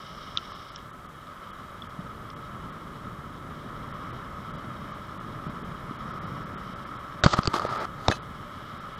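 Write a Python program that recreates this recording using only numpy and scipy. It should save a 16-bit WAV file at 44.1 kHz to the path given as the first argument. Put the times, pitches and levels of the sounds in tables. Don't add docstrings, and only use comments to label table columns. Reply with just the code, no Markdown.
import sys
import numpy as np
from scipy import signal
from scipy.fft import rfft, irfft, next_fast_len
from scipy.io import wavfile
from scipy.ndimage import uniform_filter1d

SR = 44100
rng = np.random.default_rng(int(sys.argv[2]) if len(sys.argv) > 2 else 0)


def waveform_to_disk(signal):
    frames = np.transpose(np.atleast_2d(signal))
    scaled = np.clip(frames, -1, 1) * 32767
    samples = np.round(scaled).astype(np.int16)
    wavfile.write(sys.argv[1], SR, samples)


def voltage_ratio(level):
    return 10 ** (np.asarray(level, float) / 20)


N = 396459


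def rms_one(x):
    return x / np.sqrt(np.mean(x ** 2) + 1e-20)


def butter(x, hz, kind):
    return signal.sosfilt(signal.butter(2, hz, kind, fs=SR, output="sos"), x)


def in_time(rows):
    s, *columns = np.transpose(rows)
    return [np.interp(np.arange(N) / SR, s, column) for column in columns]


def drift(rate_hz):
    r = np.exp(-80 * np.pi * rate_hz / SR)
    noise = rng.standard_normal(N // 40 + 1002)
    slow = signal.lfilter([1], [1, -2 * r, r * r], noise)[1000:]
    return np.interp(np.arange(N) / 40, np.arange(len(slow)), rms_one(slow))


def grit(per_s, spread_db, share):
    smooth = rng.standard_normal(N)
    sizes = voltage_ratio(spread_db * np.minimum(rng.exponential(1, N), 3)) * np.sign(smooth)
    clicks = rms_one(sizes * (rng.random(N) < per_s / SR))
    share = np.clip(share, 0, 1)
    return np.sqrt(1 - share) * smooth + np.sqrt(share) * clicks


def coloured(x, spectrum):
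    size = next_fast_len(N)
    hz = np.maximum(np.arange(size // 2 + 1) * SR / size, 1)
    at, level_db = np.transpose(spectrum)
    gain = voltage_ratio(np.interp(np.log(hz), np.log(at), level_db))
    return rms_one(irfft(rfft(x, size) * gain, size)[:N])


def resonance(x, hz, width_hz):
    r = np.exp(-np.pi * width_hz / SR)
    poles = [1, -2 * r * np.cos(2 * np.pi * hz / SR), r * r]
    return signal.lfilter([(1 - r * r) / 2, 0, (r * r - 1) / 2], poles, x)


def case(x, modes):
    return rms_one(sum((-1) ** k * voltage_ratio(level_db) * resonance(x, hz, width_hz)
                       for k, (hz, width_hz, level_db) in enumerate(modes)))


def struck(hz, t60_s, rise_s):
    t = np.arange(SR * 6 // 100) / SR
    wave = np.sin(2 * np.pi * hz * t) * voltage_ratio(-60 * t / t60_s) * (1 - np.exp(-t / rise_s))
    return wave / np.abs(wave).max()


def add(out, s, sound):
    i = round(s * SR)
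    out[i:i + len(sound)] += sound[:N - i]


# f/Hz, level/dB per Hz
RUMBLE = [(12, -52), (20, -7), (60, -6.5), (200, -8), (440, -13.5), (600, -18.5), (1170, -18), (1980, -120)]


def bass_rumble(wind_db, gust):
    lumps = voltage_ratio(0.64 * gust + 0.43 * drift(8.9))
    rumble = coloured(grit(110.0, 0.84, 0.25) * lumps, RUMBLE)
    drum = rms_one(resonance(rumble, hz=134, width_hz=107))
    swell_db = wind_db + 44
    return voltage_ratio(-46.5 + 0.49 * swell_db) * rumble + voltage_ratio(-49 + 2.06 * swell_db) * drum


# f/Hz, width/Hz, level/dB
CASE_LOW = [(579.6, 57, -5), (1090, 184, -2), (1292, 111.5, 4), (1697, 187, -8.5), (2050, 327, -12.5)]


def case_hum(shake_db, gust):
    shake = case(grit(900.0, 2.2, 0.28) * voltage_ratio(0.093 * gust + 0.54 * drift(26.0)), CASE_LOW)
    return voltage_ratio(shake_db + 0.32) * rms_one(butter(shake, 2400.0, "low"))


# t/s, length/s, extra buzz/dB, extra sizzle/dB
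PEDALLING = [
    (-.2, 0.89, 7.5, 15),
    (5.9, 0.87, 0, 2),
    (8.3, .8, 3.5, 3.5),
]
# f/Hz, width/Hz, level/dB
CASE_HIGH = [(2940, 190, 2.5), (3300, 240, 2), (3760, 133, 1), (4200, 570, -10)]
# f/Hz, width/Hz, level/dB
CASE_TOP = [(4780, 500, -5), (5400, 230, 2), (6080, 490, -10)]


def chain_buzz(shake_db):
    swing_db = shake_db + 42.5
    buzz_db = -59.5 + 0.88 * swing_db
    sizzle_db = -71 + 1.46 * swing_db
    ease_s = 0.22
    for s, length_s, extra_buzz_db, extra_sizzle_db in PEDALLING:
        end_s = s + length_s
        load, = in_time([(s, 0), (s + ease_s, 1), (end_s, 1), (end_s + ease_s, 0)])
        buzz_db = buzz_db + extra_buzz_db * load
        sizzle_db = sizzle_db + extra_sizzle_db * load
    links = grit(1500.0, 2.6, 0.21) * voltage_ratio(1.3 * drift(25.0))
    whirr_hz, whirr_width_hz = 2170, 250
    whirr = rms_one(resonance(resonance(links, whirr_hz, whirr_width_hz), whirr_hz, whirr_width_hz))
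    buzz = rms_one(butter(case(links, CASE_HIGH), [2800.0, 4800.0], "band"))
    sizzle = rms_one(butter(case(links, CASE_TOP), [4700.0, 6200.0], "band"))
    return voltage_ratio(buzz_db - 7.5) * whirr + voltage_ratio(buzz_db + 0.4) * buzz + voltage_ratio(sizzle_db + 1.0) * sizzle


# t/s, wind buffeting level/dB, road shake level/dB
RIDE = [(0.0, -48.5, -44.5), (0.62, -50.5, -45.5), (1.03, -50, -47.5), (1.45, -49.5, -44.5),
        (2.0, -46, -44), (2.76, -43.5, -44), (3.37, -44, -45), (4.08, -41.5, -40.5), (4.3, -43.5, -42.5),
        (4.8, -42, -41.5), (5.19, -43.5, -42.5), (5.62, -41.5, -41.5), (5.87, -42.5, -42),
        (6.2, -41.5, -40), (6.5, -41.5, -41), (7.0, -45.5, -41.5), (8.2, -43, -43.5), (8.99, -47, -42.5)]


def ride():
    wind_db, shake_db = in_time(RIDE)
    gust = drift(5.4)
    return bass_rumble(wind_db, gust) + case_hum(shake_db, gust) + chain_buzz(shake_db)


# t/s, peak level/dB, f/Hz
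TICKS = [(0.3731, -18, 3610), (0.382, -35, 3070), (.453, -45, 3720), (.76, -38, 5500), (0.7606, -39, 3300),
         (.788, -49, 3100), (1.27, -53, 3680), (1.376, -54, 3130), (1.4728, -51, 3240), (1.821, -47, 3360),
         (1.845, -50, 3140), (1.906, -55, 3210), (2.302, -45, 3300), (2.3025, -54, 4300),
         (2.303, -50, 5330)]
# t/s, peak level/dB, f/Hz, t60/s
SPOKE_PING = (1.8204, -36, 3400, .022)


def chain_ticks():
    out = np.zeros(N)
    for s, peak_db, hz in TICKS:
        ping = struck(hz, 0.0046, 0.00072)
        jolt = rng.standard_normal(len(ping)) * voltage_ratio(-60 * np.arange(len(ping)) / SR / 0.013)
        body = case(jolt, CASE_HIGH + CASE_TOP)
        add(out, s, voltage_ratio(peak_db + 7.0) * ping + voltage_ratio(peak_db - 4.5) * body / np.abs(body).max())
        add(out, s, voltage_ratio(peak_db - 12.0) * struck(1360.0, 0.039, 0.00075))
    s, peak_db, hz, t60_s = SPOKE_PING
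    add(out, s, voltage_ratio(peak_db) * struck(hz, t60_s, 0.0018))
    return out


def crack(hz, t60_s, noise_share, low_hz):
    ping = struck(hz, t60_s, 0.00041)
    burst = rng.standard_normal(len(ping)) * voltage_ratio(-60 * np.arange(len(ping)) / SR / t60_s)
    wave = ping + noise_share * butter(burst, [low_hz, 6800.0], "band")
    return wave / np.abs(wave).max()


# t/s, crack level/dB, crack f/Hz, ring level/dB, ring f/Hz
KNOCKS = [(7.2371, -5, 3700, -16, 1510), (7.263, -11, 4600, -11.5, 1160), (7.337, -18, 3240, -20, 1300),
          (7.3897, -18, 3300, -18, 1170), (7.4332, -19, 4930, -36, 1260), (7.4555, -18, 4560, -30, 1340),
          (7.474, -5, 4570, -22, 1260), (7.54, -22, 3670, -24, 1090), (7.563, -37, 2930, -23, 1170),
          (7.596, -22, 4400, -23.5, 1180), (7.619, -40, 3200, -28, 1190), (7.6508, -37, 2940, -23, 533),
          (7.691, -38, 3070, -32, 1130), (8.0831, -5.5, 3760, -19.5, 1260), (8.099, -26, 4600, -42, 1140),
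          (8.1138, -12.5, 3660, -22, 1670), (8.122, -31, 2600, -26.5, 1650)]
# t/s, peak level/dB, f/Hz, t60/s
LATCH = [
    (7.239, -25, 3700, 0.039),
    (7.239, -24.5, 2000, .025),
    (8.118, -32.5, 2580, 0.079),
    (8.119, -36, 3050, .07),
    (8.117, -41, 3520, .06),
    (8.119, -37, 4050, 0.11),
    (8.118, -38, 6300, 0.083),
    (8.119, -52, 10700, 0.11),
]
# t/s, peak level/dB, f/Hz, t60/s
PUSHES = [(7.2605, -4, 148, .026), (7.389, -11, 170, .018), (7.477, -15, 115, .025),
          (7.476, -17, 360, .015), (7.455, -28, 150, .02), (8.0836, -5, 800, .004), (8.0812, -24, 900, .01),
          (7.2445, -19, 330, .02), (1.99, -28, 180, .04), (5.466, -25, 170, .03), (5.495, -27, 170, .03),
          (5.91, -29, 260, .03), (.52, -31, 1200, .02)]
# t/s, peak level/dB, f/Hz, t60/s
PULLS = [
    (7.238, -15, 85, .035),
    (7.341, -20, 140, .02),
    (8.087, -13, 105, .025),
    (8.0995, -14, 300, .008),
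    (7.541, -24, 260, .02),
]


def knocks():
    out = np.zeros(N)
    for s, crack_db, crack_hz, ring_db, ring_hz in KNOCKS:
        add(out, s, voltage_ratio(crack_db - 5.5) * crack(crack_hz, 0.007, noise_share=1.25, low_hz=1720.0))
        add(out, s, voltage_ratio(ring_db + 6.5) * struck(ring_hz, 0.0094, 0.00062))
        add(out, s, voltage_ratio(ring_db + 2.0) * struck(620.0, 0.0076, 0.00046))
    for s, peak_db, hz, t60_s in LATCH:
        add(out, s, voltage_ratio(peak_db) * struck(hz, t60_s, 0.0023))
    for swings, sign in ((PUSHES, 1), (PULLS, -1)):
        for s, peak_db, hz, t60_s in swings:
            add(out, s, sign * voltage_ratio(peak_db) * struck(hz, t60_s, 0.22 / hz))
    return out


# t/s, length/s, starting pressure level/dB, swell over the stroke/dB, brightness/dB
RUB = [(7.24, 0.03, -22.5, -19, -4), (7.275, 0.0555, -41.5, 4, -3), (7.332, 0.02, -21, -19, -7),
       (7.354, 0.0347, -42, 12, -10.5), (7.412, 0.052, -57, 4, 2.5), (7.494, 0.043, -45, 1, -12),
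       (7.534, 0.055, -32.5, -3, -9), (7.606, 0.048, -40, 1.5, -14.5), (7.66, 0.104, -37.5, 2.5, -15),
       (7.768, 0.087, -34.5, 0.5, -17), (7.982, 0.12, -53.5, 13, -10.5), (8.101, 0.011, -40, 4, -6),
       (8.111, 0.064, -39.5, -10, -3.5)]
# f/Hz, level/dB per Hz
SCRUB = [(150, -28), (361, 12), (533, -0.5), (655, 7.5), (1210, 16.5), (1830, -48), (2000, -60)]
# f/Hz, level/dB per Hz
SCRATCH = [(2400, -22), (2750, -12), (3200, -4.5), (3750, -5), (4600, -7), (5250, -9), (5700, -16),
           (15500, -40)]
# f/Hz, level/dB per Hz
RASP = [(1800, -4), (2400, -3), (5500, -4), (6500, -1), (8600, -14), (11000, -12), (15500, -29)]


def rubbing():
    slips = grit(3000.0, 0.66, 0.13) * voltage_ratio(1.4 * drift(66.0))
    dull, bright, sharp = np.zeros((3, N))
    skids = [(s, 0.045, ring_db - 7.5, -60, -15.5) for s, _, _, ring_db, _ in KNOCKS]
    for s, length_s, pressure_db, swell_db, bright_db in RUB + skids:
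        stroke = voltage_ratio(pressure_db + swell_db * np.linspace(0, 1, round(length_s * SR)))
        add(dull, s, stroke)
        add(bright, s, voltage_ratio(bright_db) * stroke)
        add(sharp, s, voltage_ratio(1.5 * bright_db) * stroke)
    dull, bright, sharp = uniform_filter1d([dull, bright, sharp], size=SR // 300, axis=1)
    wall = voltage_ratio(1) * coloured(slips, SCRUB) + voltage_ratio(1) * case(slips, CASE_LOW)
    scratch = voltage_ratio(0.6) * coloured(slips, SCRATCH)
    rasp = voltage_ratio(-4.5) * butter(coloured(slips, RASP), 1500.0, "high")
    return dull * wall + bright * scratch + sharp * rasp


def scene():
    return (ride() + chain_ticks() + knocks() + rubbing())[None]


# f/Hz, share/0-1
HOLES = [(7500, 0), (9000, 0.04), (11000, .05), (13000, 0.2), (15500, .3)]


def punch_holes(x):
    hz, _, frames = signal.stft(x, SR, nperseg=1536)
    band, frame = np.arange(len(hz)) // 9, np.arange(frames.shape[1])
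    bands = band[-1] + 1
    spell = (frame + rng.integers(0, 3, (bands, 1))[band]) // 3
    luck = rng.random((bands, spell.max() + 1))[band[:, None], spell]
    empty = luck < np.interp(hz, *np.transpose(HOLES))[:, None]
    return signal.istft(frames * ~empty, SR, nperseg=1536)[1][:N]


# t/s, kept below f/Hz
STARVED = [(0.524, 5860), (0.697, 5700), (0.909, 4200), (1.066, 3820), (1.509, 3640), (1.872, 3600),
           (2.34, 3640), (2.702, 4700), (3.918, 4100), (4.11, 4500), (4.515, 4050), (4.56, 5370),
           (4.921, 7200), (5.178, 4500), (5.475, 5830), (5.624, 4000), (5.967, 4600), (6.117, 5900),
           (6.245, 5230), (6.436, 5740), (6.736, 4160), (6.842, 5400), (6.97, 4500), (7.209, 4200),
           (7.42, 6700), (7.673, 5570), (7.78, 5700), (8.782, 5740), (8.953, 4700)]
# t/s, length/s, kept below f/Hz, loss/dB
LONG_DROPOUTS = [
    (.359, .037, 7700, -23),
    (.741, .041, 8600, -30),
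    (6.186, .032, 4200, -30),
    (6.545, .036, 3930, -30),
    (7.225, .143, 8700, -42),
    (7.42, .08, 8700, -40),
    (8.066, .045, 8700, -40),
    (8.126, .016, 4200, -10),
    (8.184, .042, 5300, -30),
]


def starve(x):
    out, margin = x.copy(), SR // 50
    frame_s = 0.028
    singles = [(s - frame_s / 10, frame_s, hz, -11) for s, hz in STARVED]
    for s, length_s, kept_hz, loss_db in singles + LONG_DROPOUTS:
        i, size = round(s * SR), round(length_s * SR)
        part = out[i - margin:i + size + margin]
        steep = signal.cheby1(10, 0.05, kept_hz, "high", fs=SR, output="sos")
        treble = signal.sosfiltfilt(steep, part)
        fade = signal.windows.tukey(size, min(1, 0.018 / length_s)) * (1 - voltage_ratio(loss_db - 3.0))
        out[i:i + size] -= (treble[margin:margin + size] * fade)[:N - i]
    return out


def low_pass(x):
    return signal.sosfilt(signal.butter(12, 15790, fs=SR, output="sos"), x)


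# f/Hz, level/dB per Hz
HISS = [(1000, 10.5), (4000, 4), (7000, 2), (10000, 0), (14600, -1), (15200, -4), (15800, -12)]


def record(dry):
    hiss = voltage_ratio(-60.5) * coloured(rng.standard_normal(N), HISS)
    clipped = np.clip(dry[0] + hiss, -0.9, 0.9)
    mix = starve(punch_holes(clipped))[None]
    return low_pass(mix)


dry = scene()
out = record(dry)
waveform_to_disk(out)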